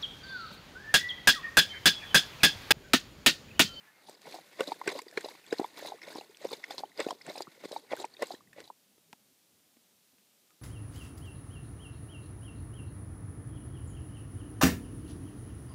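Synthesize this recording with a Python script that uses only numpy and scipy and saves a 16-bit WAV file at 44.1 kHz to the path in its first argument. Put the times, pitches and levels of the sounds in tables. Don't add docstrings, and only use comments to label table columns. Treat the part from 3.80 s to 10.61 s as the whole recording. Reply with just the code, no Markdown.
import sys
import numpy as np
from scipy import signal
from scipy.fft import rfft, irfft
from scipy.io import wavfile

SR = 44100
rng = np.random.default_rng(int(sys.argv[2]) if len(sys.argv) > 2 else 0)


def ratio(d):
    e = np.asarray(d, float) / 20
    return 10 ** e


def generate_wav(signal):
    frames = np.transpose(np.atleast_2d(signal))
    scaled = np.clip(frames, -1, 1) * 32767
    pcm = np.round(scaled).astype(np.int16)
    wavfile.write(sys.argv[1], SR, pcm)


N = 300497

# t/s, level/dB
BREEZE = [(0, -62.5), (.1, -62.5), (.22, -65), (.35, -101)]
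# f/Hz, density/dB per Hz
BREEZE_COLOUR = [(100, -8), (250, -3), (600, -3), (1900, 4.5), (3500, -7), (8000, -12.5)]
# f/Hz, density/dB per Hz
HISS_COLOUR = [(30, -5), (60, -20), (110, -12), (200, -3.5), (350, -7.5), (600, -9), (1100, -14),
               (1800, -14), (3500, -10.5), (8000, -12.5), (15500, -13.5)]
# t/s, level/dB
HISS_LEVEL = [(0, -75), (.7, -66), (4.4, -69), (4.9, -67.5), (6.81, -67)]
# t/s, level/dB
LOW_AIR = [(4.5, -84), (4.66, -70), (4.82, -63), (4.9, -89), (5.28, -81), (5.5, -80), (6.81, -93.5)]
# middle t/s, level/dB, f/Hz, length/ms
WHISTLES = [(0.086, -60, 1730, 41), (.17, -67, 2130, 90), (5.1, -71, 199, 73), (5.28, -68.5, 165, 62),
            (5.3, -68, 420, 20), (5.428, -71, 202, 45), (5.52, -69.5, 260, 16), (5.975, -68.5, 228, 35),
            (6.34, -72, 257, 20), (6.4, -73.5, 190, 35), (6.745, -73.5, 300, 20), (6.712, -69, 1240, 30)]
# plunge t/s, length/s, plunge level/dB, scoop level/dB, thrown water level/dB
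LAPS = [(0.284, 0.021, -74, -60.5, -58), (0.475, 0.095, -49, -49, -58.5), (0.812, 0.11, -43.5, -50, -57),
        (1.094, 0.082, -35.5, -44, -56.5), (1.379, 0.14, -42.5, -51, -59.5), (1.723, 0.13, -47.5, -68, -59),
        (1.988, 0.094, -49, -42.5, -56), (2.287, 0.096, -46, -45.5, -60.5),
        (2.646, 0.11, -48, -49.5, -56.5), (2.912, 0.093, -43, -52, -58.5), (3.203, 0.11, -38, -45.5, -59),
        (3.488, 0.11, -41, -58, -57.5), (3.846, 0.13, -49, -48, -60.5), (4.126, 0.092, -40.5, -43, -66),
        (4.428, 0.11, -43, -56.5, -56), (4.793, .08, -46, -65, -70)]
# t/s, level/dB
SLOSH = [(.3, -71), (.7, -58.5), (1, -61), (1.3, -69), (1.6, -59), (1.9, -61.5), (2.17, -62), (2.5, -66),
         (2.8, -67), (3.1, -70.5), (3.4, -77), (3.75, -61.5), (4.03, -76), (4.33, -69), (4.7, -80.5)]
# plunge, scoop, thrown water, nearing muzzle, slosh, each level/dB
GURGLE_FROM = (-3.5, -1.5, -6.2, 7.2, -7)
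FROTH_FROM = (-9.5, -44.5, -33.5, -16, -5)
FIZZ_FROM = (-16, -11.5, 0, 2, -9.5)
SPRAY_FROM = (-51.5, -21.5, -8, -14.5, -16)
SPATTER_FROM = (-23.5, -18, -13, -14.5, -12.5)
HEAVE_FROM = (-19, -23.5, -24, -15, -29)
# t/s, peak level/dB, f/Hz
GULPS = [(.4799, -41, 533), (.5632, -40, 660), (.7982, -31.5, 444), (.8087, -19, 460), (.88, -38.5, 280),
         (1.079, -21, 386), (1.0925, -36, 513), (1.2686, -44, 420), (1.3774, -22, 406),
         (1.4462, -33.5, 423), (1.7291, -18.5, 425), (1.8164, -29.5, 396), (2.0279, -37, 516),
         (2.2803, -38.5, 553), (2.6535, -23, 486), (2.7178, -35, 443), (2.7328, -33, 448),
         (2.9448, -39.5, 537), (3.1967, -23.5, 510), (3.2047, -25, 437), (3.4811, -37.5, 615),
         (3.503, -32.5, 580), (3.5794, -37, 510), (3.8408, -37.5, 525), (3.9301, -33, 565),
         (4.1356, -21, 562), (4.2034, -34.5, 640), (4.4234, -24, 564), (4.4319, -22.5, 480),
         (4.7856, -40.5, 510), (1.1625, -33, 540), (1.461, -32, 575)]
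# t/s, peak level/dB, f/Hz
CLOPS = [(.2973, -40, 440), (.89, -38, 252), (1.7999, -22.5, 282), (2.0523, -34, 600), (2.3576, -32.5, 294),
         (2.3871, -31.5, 395), (2.9867, -43, 310), (3.0077, -39, 465), (3.2686, -22, 375),
         (3.3294, -33.5, 543), (3.4886, -35, 385), (3.6078, -26, 696), (3.8577, -31.5, 350),
         (3.9161, -32, 460), (4.1251, -28, 560), (4.5432, -35.5, 313)]
# t/s, peak level/dB, f/Hz
PLOPS = [(.2878, -43, 806), (.458, -48, 705), (.4719, -45, 870), (.5438, -37, 710), (.5887, -42, 715),
         (.8087, -29.5, 1070), (.9204, -23.5, 853), (1.0162, -30.5, 970), (1.1928, -33.5, 970),
         (1.4871, -39.5, 870), (1.7984, -26, 756), (1.8463, -27, 902), (2.0848, -40.5, 900),
         (2.1222, -31.5, 777), (2.3591, -36, 900), (2.4125, -41, 750), (2.9089, -32.5, 757),
         (2.9822, -39.5, 950), (3.0371, -27.5, 780), (3.2885, -32.5, 703), (3.309, -27.5, 964),
         (3.5574, -38.5, 775), (3.6722, -43, 1130), (3.9645, -27, 835), (4.245, -27, 863),
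         (4.5078, -32.5, 710), (4.6085, -51, 1100), (4.9029, -36.5, 910)]
# t/s, peak level/dB, f/Hz, t60/ms
SMACKS = [(0.5248, -45.5, 2370, 13), (0.7987, -38, 2130, 16), (0.8087, -29, 2780, 12),
          (1.08, -26, 1555, 17), (1.1928, -41.5, 2150, 25), (1.3759, -27, 2170, 11),
          (1.4103, -46, 1590, 17), (1.7286, -30, 1620, 7.2), (2.0054, -44.5, 1570, 3.3),
          (2.0593, -44, 2000, 9), (2.2195, -41, 1950, 5.9), (2.2324, -48, 2150, 42),
          (2.842, -30.5, 2055, 12), (3.1967, -32.5, 2260, 3), (3.2037, -37, 1940, 49),
          (3.288, -40, 2640, 6.4), (3.4142, -45, 2050, 13), (4.1211, -39, 2010, 11),
          (4.1301, -32, 2100, 2.6), (4.2454, -43.5, 2450, 23), (4.4249, -32.5, 2000, 36),
          (4.7317, -49.5, 1790, 18)]
# t/s, peak level/dB, f/Hz
DROPLETS = [(.525, -46, 4300), (0.8752, -35, 3900), (0.9205, -42, 3680), (1.0757, -35, 4680),
            (1.091, -35, 3900), (1.1902, -38.5, 4750), (1.2841, -44, 4700), (1.3749, -34, 4160),
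            (1.4492, -35.5, 3950), (1.4861, -40, 3820), (1.727, -36.5, 4900), (1.7856, -36, 4160),
            (2.0726, -36.5, 3920), (2.23, -45, 5260), (2.3836, -40, 3860), (2.7318, -34, 4270),
            (2.841, -42, 5270), (2.9099, -36, 3500), (2.9832, -33, 4100), (3.177, -40, 4800),
            (3.2028, -33.5, 3530), (3.225, -40, 3580), (3.308, -38, 3160), (3.4177, -43.5, 5100),
            (3.581, -36.5, 4940), (3.6224, -33.5, 4650), (3.968, -42.5, 3820), (4.2005, -37, 3830),
            (4.4246, -36, 5080), (4.5212, -39.5, 4540), (4.842, -49, 4000), (4.878, -50, 3820)]
# t/s, peak level/dB, f/Hz, t60/ms
STRAYS = [(.8077, -35.5, 3480, 17), (.9199, -45.5, 2270, 26), (1.0686, -37, 490, 4.5),
          (1.1763, -53, 4570, 14), (1.3769, -29.5, 1635, 22), (2.548, -47.5, 3200, 6.5),
          (2.615, -48.5, 580, 60), (2.7358, -37, 3640, 22), (2.9822, -28, 4600, 2.8),
          (3.5759, -46, 2520, 25), (3.685, -48, 132, 33), (.816, -34, 507, 90), (4.428, -33, 1020, 31),
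          (3.6796, -47.5, 303, 19), (3.9755, -50, 4680, 23), (4.396, -45.5, 595, 85), (4.765, -52, 575, 78),
          (1.131, -42, 470, 32)]
# t/s, peak level/dB, sheen of the top level/dB
SLAPS = [(0.296, -43, -21), (0.4175, -46.5, -19), (0.5434, -45, -10), (0.8059, -27, -16), (0.837, -44, -17),
         (0.888, -46, -23), (1.077, -28, -18.5), (1.1898, -35.5, -11), (1.2187, -40.5, -8),
         (1.312, -44, -21), (1.374, -42, -13), (1.4086, -38.5, -19), (1.729, -35, -24.5),
         (1.7994, -39, -20), (4.7312, -50, -25), (2.3296, -46, -8), (2.5707, -43, -26),
         (2.6466, -39.5, -12), (2.7337, -54, -9), (3.4655, -40, -26), (3.2015, -34, -24),
         (3.3074, -34, -27), (3.579, -40, -20), (3.608, -40, -17), (3.9186, -33, -27), (4.1655, -41, -7),
         (4.199, -44, -8), (4.2518, -37, -24), (4.4224, -32, -10), (4.8033, -39, -24)]
# f/Hz, width/Hz, level/dB
MOUTH = [(1462, 43, -0.5), (2000, 370, 6.5), (2560, 280, -3.5), (3580, 260, 2), (4000, 152, 2),
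         (4670, 530, 2)]
# t/s, peak level/dB, f/Hz
GLUGS = [(0.4971, -48.5, 520.0), (3.68, -46, 1200), (0.8769, -36, 595), (0.902, -44, 560),
         (0.9622, -50, 457), (0.7945, -38, 620), (1.124, -39, 560.0), (1.2215, -45.5, 423),
         (1.3286, -49.5, 595), (1.4465, -36.5, 810), (1.516, -47, 426), (1.5524, -47.5, 1000),
         (2.71, -44, 1055), (1.832, -37, 780.0), (1.9953, -43.5, 780.0), (2.0519, -38.5, 573),
         (2.149, -45, 430), (2.1402, -41, 620), (2.187, -53, 1130), (2.305, -46, 620), (2.647, -35, 600),
         (2.4995, -48.5, 388), (2.7316, -36, 784), (2.784, -52, 388), (3.567, -42, 730),
         (2.9976, -43, 820.0), (3.0554, -48.5, 350), (3.2035, -33.5, 1130), (3.2169, -34.5, 505),
         (3.3534, -49, 390.0), (3.51, -38, 600), (1.156, -32, 560), (3.6109, -39.0, 334),
         (3.7797, -51.5, 477), (3.318, -33, 620), (4.0396, -51, 426), (4.119, -32, 560), (4.2026, -39, 334),
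         (4.25, -41.5, 390.0), (4.412, -42, 560), (4.5173, -47, 334), (4.5224, -44, 780.0),
         (3.275, -38, 720), (4.82, -54, 540), (4.8048, -45, 430.0), (4.8778, -53, 780.0), (0.552, -42, 760)]
PLIPS = [(0.4568, -47.5, 2110.0), (0.4675, -49, 2070.0), (0.838, -46, 1530), (1.0772, -30, 2050),
         (1.0163, -40.0, 1990), (1.103, -39, 1830), (1.284, -48.5, 1900), (1.329, -51, 1650),
         (1.4446, -46.5, 2780), (1.4555, -47, 2700), (1.745, -45, 1800), (1.6434, -52, 2450.0),
         (1.515, -47, 2130), (1.8441, -43, 2140), (2.0144, -46, 1720.0), (3.212, -42, 1480),
         (0.81, -30, 1445), (2.2864, -46, 2150.0), (2.3294, -44.5, 1620), (2.4121, -44, 2670.0),
         (2.7312, -43, 2230), (2.7405, -43, 2190), (4.139, -42, 1950), (2.834, -46, 2050),
         (3.964, -47, 2240), (3.12, -53, 1940.0), (3.2515, -45, 1420.0), (3.207, -39, 2450),
         (3.496, -42, 2045), (3.5588, -47, 2450.0), (3.655, -54, 1920), (4.1745, -42, 1500),
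         (4.35, -54, 1850.0), (4.3701, -50, 2480), (4.4436, -46.0, 2630.0), (4.5497, -47, 1760),
         (4.676, -58, 1900), (4.83, -58, 1950)]
FLECKS = [(0.808, -42, 14250), (0.351, -49.5, 4840), (0.5525, -45, 4750), (0.841, -42, 3920.0),
          (1.0915, -41, 4780.0), (1.0765, -38, 7500), (1.2035, -47, 4600), (1.448, -41.5, 5000.0),
          (1.6656, -51, 7700), (1.666, -51, 3420), (1.7107, -41, 3780), (1.8451, -46, 3450),
          (2.087, -39, 3920.0), (2.0902, -43, 6460.0), (2.2186, -49, 5400), (2.2508, -49, 3570.0),
          (2.3532, -44, 5380.0), (2.4003, -45, 4000), (2.6718, -47, 5530), (2.6914, -46, 3600),
          (2.7118, -44.5, 4220.0), (2.923, -45, 4220), (2.9092, -43, 5000), (2.995, -44, 4350),
          (3.0563, -54.5, 3060.0), (3.2025, -37, 4950.0), (3.2028, -33, 7470), (3.2155, -42.5, 4870),
          (2.1055, -45, 3770), (3.2673, -44, 3840), (3.3076, -40.5, 5430.0), (3.4995, -44, 3640),
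          (2.387, -44, 4330), (3.499, -46, 5600.0), (3.5012, -41, 3960), (3.5605, -42, 4050.0),
          (3.6285, -40, 4800), (3.5642, -43.5, 9090.0), (3.6222, -39, 7200), (1.727, -44, 7235),
          (3.9195, -43, 4870), (3.9265, -41, 3880.0), (4.1202, -43, 3330), (4.5185, -46, 3810),
          (4.2019, -42.5, 7360.0), (4.2144, -43, 7560), (4.251, -45, 8550), (4.3407, -46, 4450),
          (4.3692, -46, 3620.0), (4.4255, -40, 9690), (4.4707, -42, 7600), (4.442, -48, 8600),
          (4.55, -51.5, 3200), (4.5517, -48.5, 3960.0), (4.879, -54, 4500), (4.856, -57, 3900),
          (1.1165, -43, 3800)]
# t/s, peak level/dB, thud f/Hz, tick level/dB
TAPS = [
    (5.179, -56, 403, -57),
    (5.3296, -41.5, 896, -31),
    (5.33, -46, 244, -85),
    (5.968, -54.5, 299, -55),
    (6.384, -72, 250, -52),
    (6.706, -60, 1300, -48),
]


def rms_one(x):
    return x / np.sqrt(np.mean(x ** 2) + 1e-20)


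def in_time(rows, silent_db=-120):
    s, db = np.transpose(rows)
    return np.interp(np.arange(N) / SR, s, db, silent_db, silent_db)


def band(x, low_hz, high_hz, order=2):
    edges = [low_hz, min(high_hz, .45 * SR)]
    return signal.sosfilt(signal.butter(order, edges, "band", fs=SR, output="sos"), x)


def high_pass(x, hz):
    return signal.sosfilt(signal.butter(2, hz, "high", fs=SR, output="sos"), x)


def band_noise(low_hz, high_hz, order=2):
    return rms_one(band(rng.standard_normal(N), low_hz, high_hz, order))


def coloured(spectrum):
    table_hz, table_db = np.transpose(spectrum)
    hz = np.maximum(np.fft.rfftfreq(N + 1, 1 / SR), 1)
    gain = ratio(np.interp(np.log(hz), np.log(table_hz), table_db))
    return rms_one(irfft(rfft(rng.standard_normal(N + 1)) * gain, N + 1)[:N])


def drift(rate_hz):
    r = np.exp(-2 * np.pi * rate_hz / SR)
    return rms_one(signal.lfilter([1], [1, -2 * r, r * r], rng.standard_normal(N + SR))[SR:])


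def resonance(x, hz, width_hz):
    r = np.exp(-np.pi * width_hz / SR)
    poles = [1, -2 * r * np.cos(2 * np.pi * hz / SR), r * r]
    return signal.lfilter([(1 - r * r) / 2, 0, (r * r - 1) / 2], poles, x)


def grains(per_s, spread_db):
    sizes = ratio(spread_db * np.minimum(rng.exponential(1, N), 3)) * rng.choice([-1, 1], N)
    return sizes * (rng.random(N) < per_s / SR) + 1e-18


def puffs(times, levels_db, t60_ms):
    clicks = np.zeros(N)
    clicks[(np.array(times) * SR).astype(int)] = ratio(np.array(levels_db))
    return signal.lfilter([1], [1, -ratio(-60e3 / (t60_ms * SR))], clicks)


def bubbles(table, gain_db, attack_cycles, rise, lead_ms):
    length = 4096
    out, envelope, t = np.zeros(N + length), np.zeros(N + length), np.arange(length) / SR
    for s, level_db, hz, t60_ms in table:
        swell = np.sin(np.pi / 2 * np.minimum(t * hz / attack_cycles, 1)) ** 2
        shape = swell * ratio(-60e3 * t / t60_ms)
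        shape *= ratio(level_db + gain_db) / shape.max()
        glide_hz = hz * (1 - rise / 2 + rise * np.minimum(5200.0 * t / t60_ms, 2))
        at = int((s - lead_ms / 1000) * SR - attack_cycles / hz * SR)
        out[at:at + length] += shape * np.sin(2 * np.pi * (np.cumsum(glide_hz) / SR + rng.random()))
        envelope[at:at + length] += shape
    return out[:N], envelope[:N]


def ringing(table, cycles):
    return [(s, db, hz, 1000 * cycles / hz) for s, db, hz in table]


def splash(envelope, before_ms, after_ms):
    late, early = np.exp(-1000 / (after_ms * SR)), np.exp(-1000 / (before_ms * SR))
    tail = signal.lfilter([1 - late], [1, -late], envelope)
    return signal.lfilter([1 - early], [1, -early], tail[::-1])[::-1]


def patchy(x, low_hz, high_hz, patchy_db, tilt_db):
    edges = np.geomspace(low_hz, high_hz, 7)
    total = np.zeros(N)
    for k, (low, high) in enumerate(zip(edges, edges[1:])):
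        total += ratio(patchy_db * drift(99.44) + tilt_db * k) * band(x, low, high)
    return rms_one(total)


def sized_rings(per_s, pitches_hz, fall_db, cycles):
    clicks, dealt = grains(per_s, spread_db=2.5), rng.integers(0, len(pitches_hz), N)
    return sum(ratio(-fall_db * k) * resonance(clicks * (dealt == k), hz, hz / cycles)
               for k, hz in enumerate(pitches_hz))


def hillside():
    t = np.arange(N) / SR
    hiss = ratio(in_time(HISS_LEVEL, -68)) * coloured(HISS_COLOUR)
    air = ratio(in_time(LOW_AIR, -80) + 3.2 * drift(12)) * band_noise(85, 300)
    breeze = ratio(in_time(BREEZE) + 2 * drift(6.1)) * coloured(BREEZE_COLOUR)
    for s, db, hz, length_ms in WHISTLES:
        swell = np.exp(-((t - s) / (length_ms / 2000)) ** 2)
        breeze = breeze + ratio(db) * swell * np.sin(2 * np.pi * hz * t)
    return hiss + air + breeze


def humps(times, hold_s, levels_db, rise_db_s, fall_db_s):
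    t = np.arange(0, N + 32, 32)[:, None] / SR
    climb_db = rise_db_s * np.maximum(times - t, 0)
    sink_db = fall_db_s * np.maximum(t - times - hold_s, 0)
    return np.interp(np.arange(N) / SR, t[:, 0], ratio(levels_db - climb_db - sink_db).sum(axis=1))


def strokes():
    s, length, plunge_db, scoop_db, thrown_db = np.transpose(LAPS)
    plunge_hold_s, scoop_hold_s, thrown_fall_db_s = 0.0029, 0.0059, 402
    scoop_s = s + 0.83 * length
    plunge = humps(s - plunge_hold_s / 2, plunge_hold_s, plunge_db, rise_db_s=499, fall_db_s=456.5)
    scoop = humps(scoop_s - scoop_hold_s / 2, scoop_hold_s, scoop_db, rise_db_s=300, fall_db_s=256.5)
    thrown = humps(s, length, thrown_db, rise_db_s=405, fall_db_s=thrown_fall_db_s)
    nearing = humps(s, length, thrown_db - 13, rise_db_s=57, fall_db_s=thrown_fall_db_s / 2)
    return np.array([plunge, scoop, thrown, nearing, ratio(in_time(SLOSH))])


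def pockets():
    gulps, gulp_stir = bubbles(ringing(GULPS, 10.3), gain_db=1.5, attack_cycles=1.3, rise=0.08, lead_ms=0.57)
    clops, clop_stir = bubbles(ringing(CLOPS, 3), gain_db=1.5, attack_cycles=1.123, rise=0.055, lead_ms=0.52)
    plops, plop_stir = bubbles(ringing(PLOPS, 18.5), gain_db=2.5, attack_cycles=1.7, rise=0.08, lead_ms=0.2)
    return gulps + clops + plops, gulp_stir + clop_stir + ratio(-8) * plop_stir


def gurgle():
    rings = sized_rings(1400, np.geomspace(280, 1050, 10), fall_db=0.8, cycles=9.1)
    return rms_one(band(rings + 0.19 * resonance(rings, 450, 91), 190, 2200))


def burst(modes, cycles):
    out = np.zeros(N)
    for hz, width_hz, db in modes:
        for size in (-1, 0, 1):
            pitch_hz = hz + size * width_hz / 2
            swelling = resonance(grains(per_s=130, spread_db=2.5), pitch_hz, pitch_hz / 3)
            out += ratio(db) * resonance(swelling, pitch_hz, pitch_hz / cycles)
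    wash = band_noise(modes[0][0] * 0.46, modes[-1][0] * 1.59)
    return rms_one(rms_one(out) + 0.55 * wash)


def spatter():
    return rms_one(sized_rings(900, np.geomspace(1600, 9000, 10), fall_db=1.5, cycles=6.5))


def slaps():
    slap_s, slap_db, sheen_db = np.transpose(SLAPS)
    snaps = splash(puffs(slap_s, slap_db, t60_ms=11.0), before_ms=0.3, after_ms=0.4)
    sheens = splash(puffs(slap_s, slap_db + sheen_db, t60_ms=10.0), before_ms=.15, after_ms=.6)
    snap_noise = patchy(rng.standard_normal(N), 1590, 8160, patchy_db=2.0, tilt_db=-0.4)
    return ratio(-1.5) * snap_noise * snaps + ratio(1) * sheens * band_noise(9500, 16080)


def bag_heave(swaying, low_stir):
    sway = band_noise(145, 260) * swaying * ratio(3.5 * drift(15))
    jolts = ratio(-30.0) * splash(low_stir, before_ms=4.0, after_ms=9.0) * band_noise(140, 260)
    return sway + jolts


def lapping():
    trapped, low_stir = pockets()
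    smacks, mid_stir = bubbles(SMACKS, gain_db=2.0, attack_cycles=4.55, rise=0.011, lead_ms=0.11)
    droplets, high_stir = bubbles(ringing(DROPLETS, 78), gain_db=0.0, attack_cycles=8.0, rise=0.046, lead_ms=0.1)
    strays, _ = bubbles(STRAYS, gain_db=4.0, attack_cycles=1.45, rise=0.11, lead_ms=0.64)
    answers_db = np.array([GURGLE_FROM, FROTH_FROM, FIZZ_FROM, SPRAY_FROM, SPATTER_FROM, HEAVE_FROM])
    churning, frothing, fizzing, spraying, dripping, swaying = ratio(answers_db) @ strokes()
    low_wet = splash(low_stir, before_ms=3.9, after_ms=3.4)
    mid_wet = splash(mid_stir, before_ms=2.1, after_ms=3.5)
    high_wet = splash(high_stir, before_ms=1.2, after_ms=4.8)
    flicker_db = 2.6 * drift(43)
    low = gurgle() * (churning * ratio(flicker_db - 6.5) + ratio(-10.5) * low_wet)
    froth_gain = frothing * ratio(flicker_db + 0.2) + ratio(-4.5) * mid_wet + ratio(-29.5) * low_wet
    froth = burst(MOUTH[:3], cycles=21.0) * froth_gain
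    fizz = burst(MOUTH[3:], cycles=15.0) * (fizzing * ratio(flicker_db - 4.0) + ratio(-6.0) * high_wet)
    mist = patchy(grains(6000, spread_db=-4.0), 6300, 17100, patchy_db=4.8, tilt_db=-0.85)
    spray = mist * spraying * ratio(flicker_db) + spatter() * dripping
    water = trapped + smacks + droplets + strays + low + froth + fizz + spray + slaps()
    return bag_heave(swaying, low_stir) + high_pass(water, 210)


def lesser_bubbles():
    glugs, _ = bubbles(ringing(GLUGS, 17.0), gain_db=0.2, attack_cycles=2.166, rise=0.13, lead_ms=0.33)
    plips, _ = bubbles(ringing(PLIPS, 34.0), gain_db=0.3, attack_cycles=5.2, rise=0.046, lead_ms=0.47)
    flecks, _ = bubbles(ringing(FLECKS, 65.0), gain_db=1.4, attack_cycles=7.0, rise=0.022, lead_ms=0.3)
    s, db, _ = np.transpose([*PLIPS, *FLECKS, *DROPLETS])
    ticks = puffs(s - .0015, db - 13.0, t60_ms=7.6) * band_noise(1500, 9000, order=1)
    return glugs + plips + flecks + ticks


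def taps():
    times, _, _, ticks_db = np.transpose(TAPS)
    rings = [(s, db, hz, 20.5) for s, db, hz, _ in TAPS]
    thuds, swell = bubbles(rings, gain_db=-1.0, attack_cycles=0.5, rise=-0.11, lead_ms=-2.11)
    clicks = puffs(times, ticks_db, t60_ms=0.42)
    ticks = band(clicks, 500, 13000, order=1) + 1.45 * resonance(clicks, 2420, 970)
    tail = splash(swell, before_ms=.3, after_ms=0.46) * band_noise(150, 1300, order=1)
    return thuds + ticks + 0.32 * tail


def scene():
    return (hillside() + lapping() + lesser_bubbles() + taps())[None, :]


def top_cut(x):
    return signal.sosfilt(signal.butter(12, 16090, fs=SR, output="sos"), x)


def record(dry):
    cut = high_pass(dry, 90)
    cut = signal.sosfilt(signal.cheby2(12, 60, 16250, fs=SR, output="sos"), cut)
    return top_cut(cut)


dry = scene()
out = record(dry)
generate_wav(out)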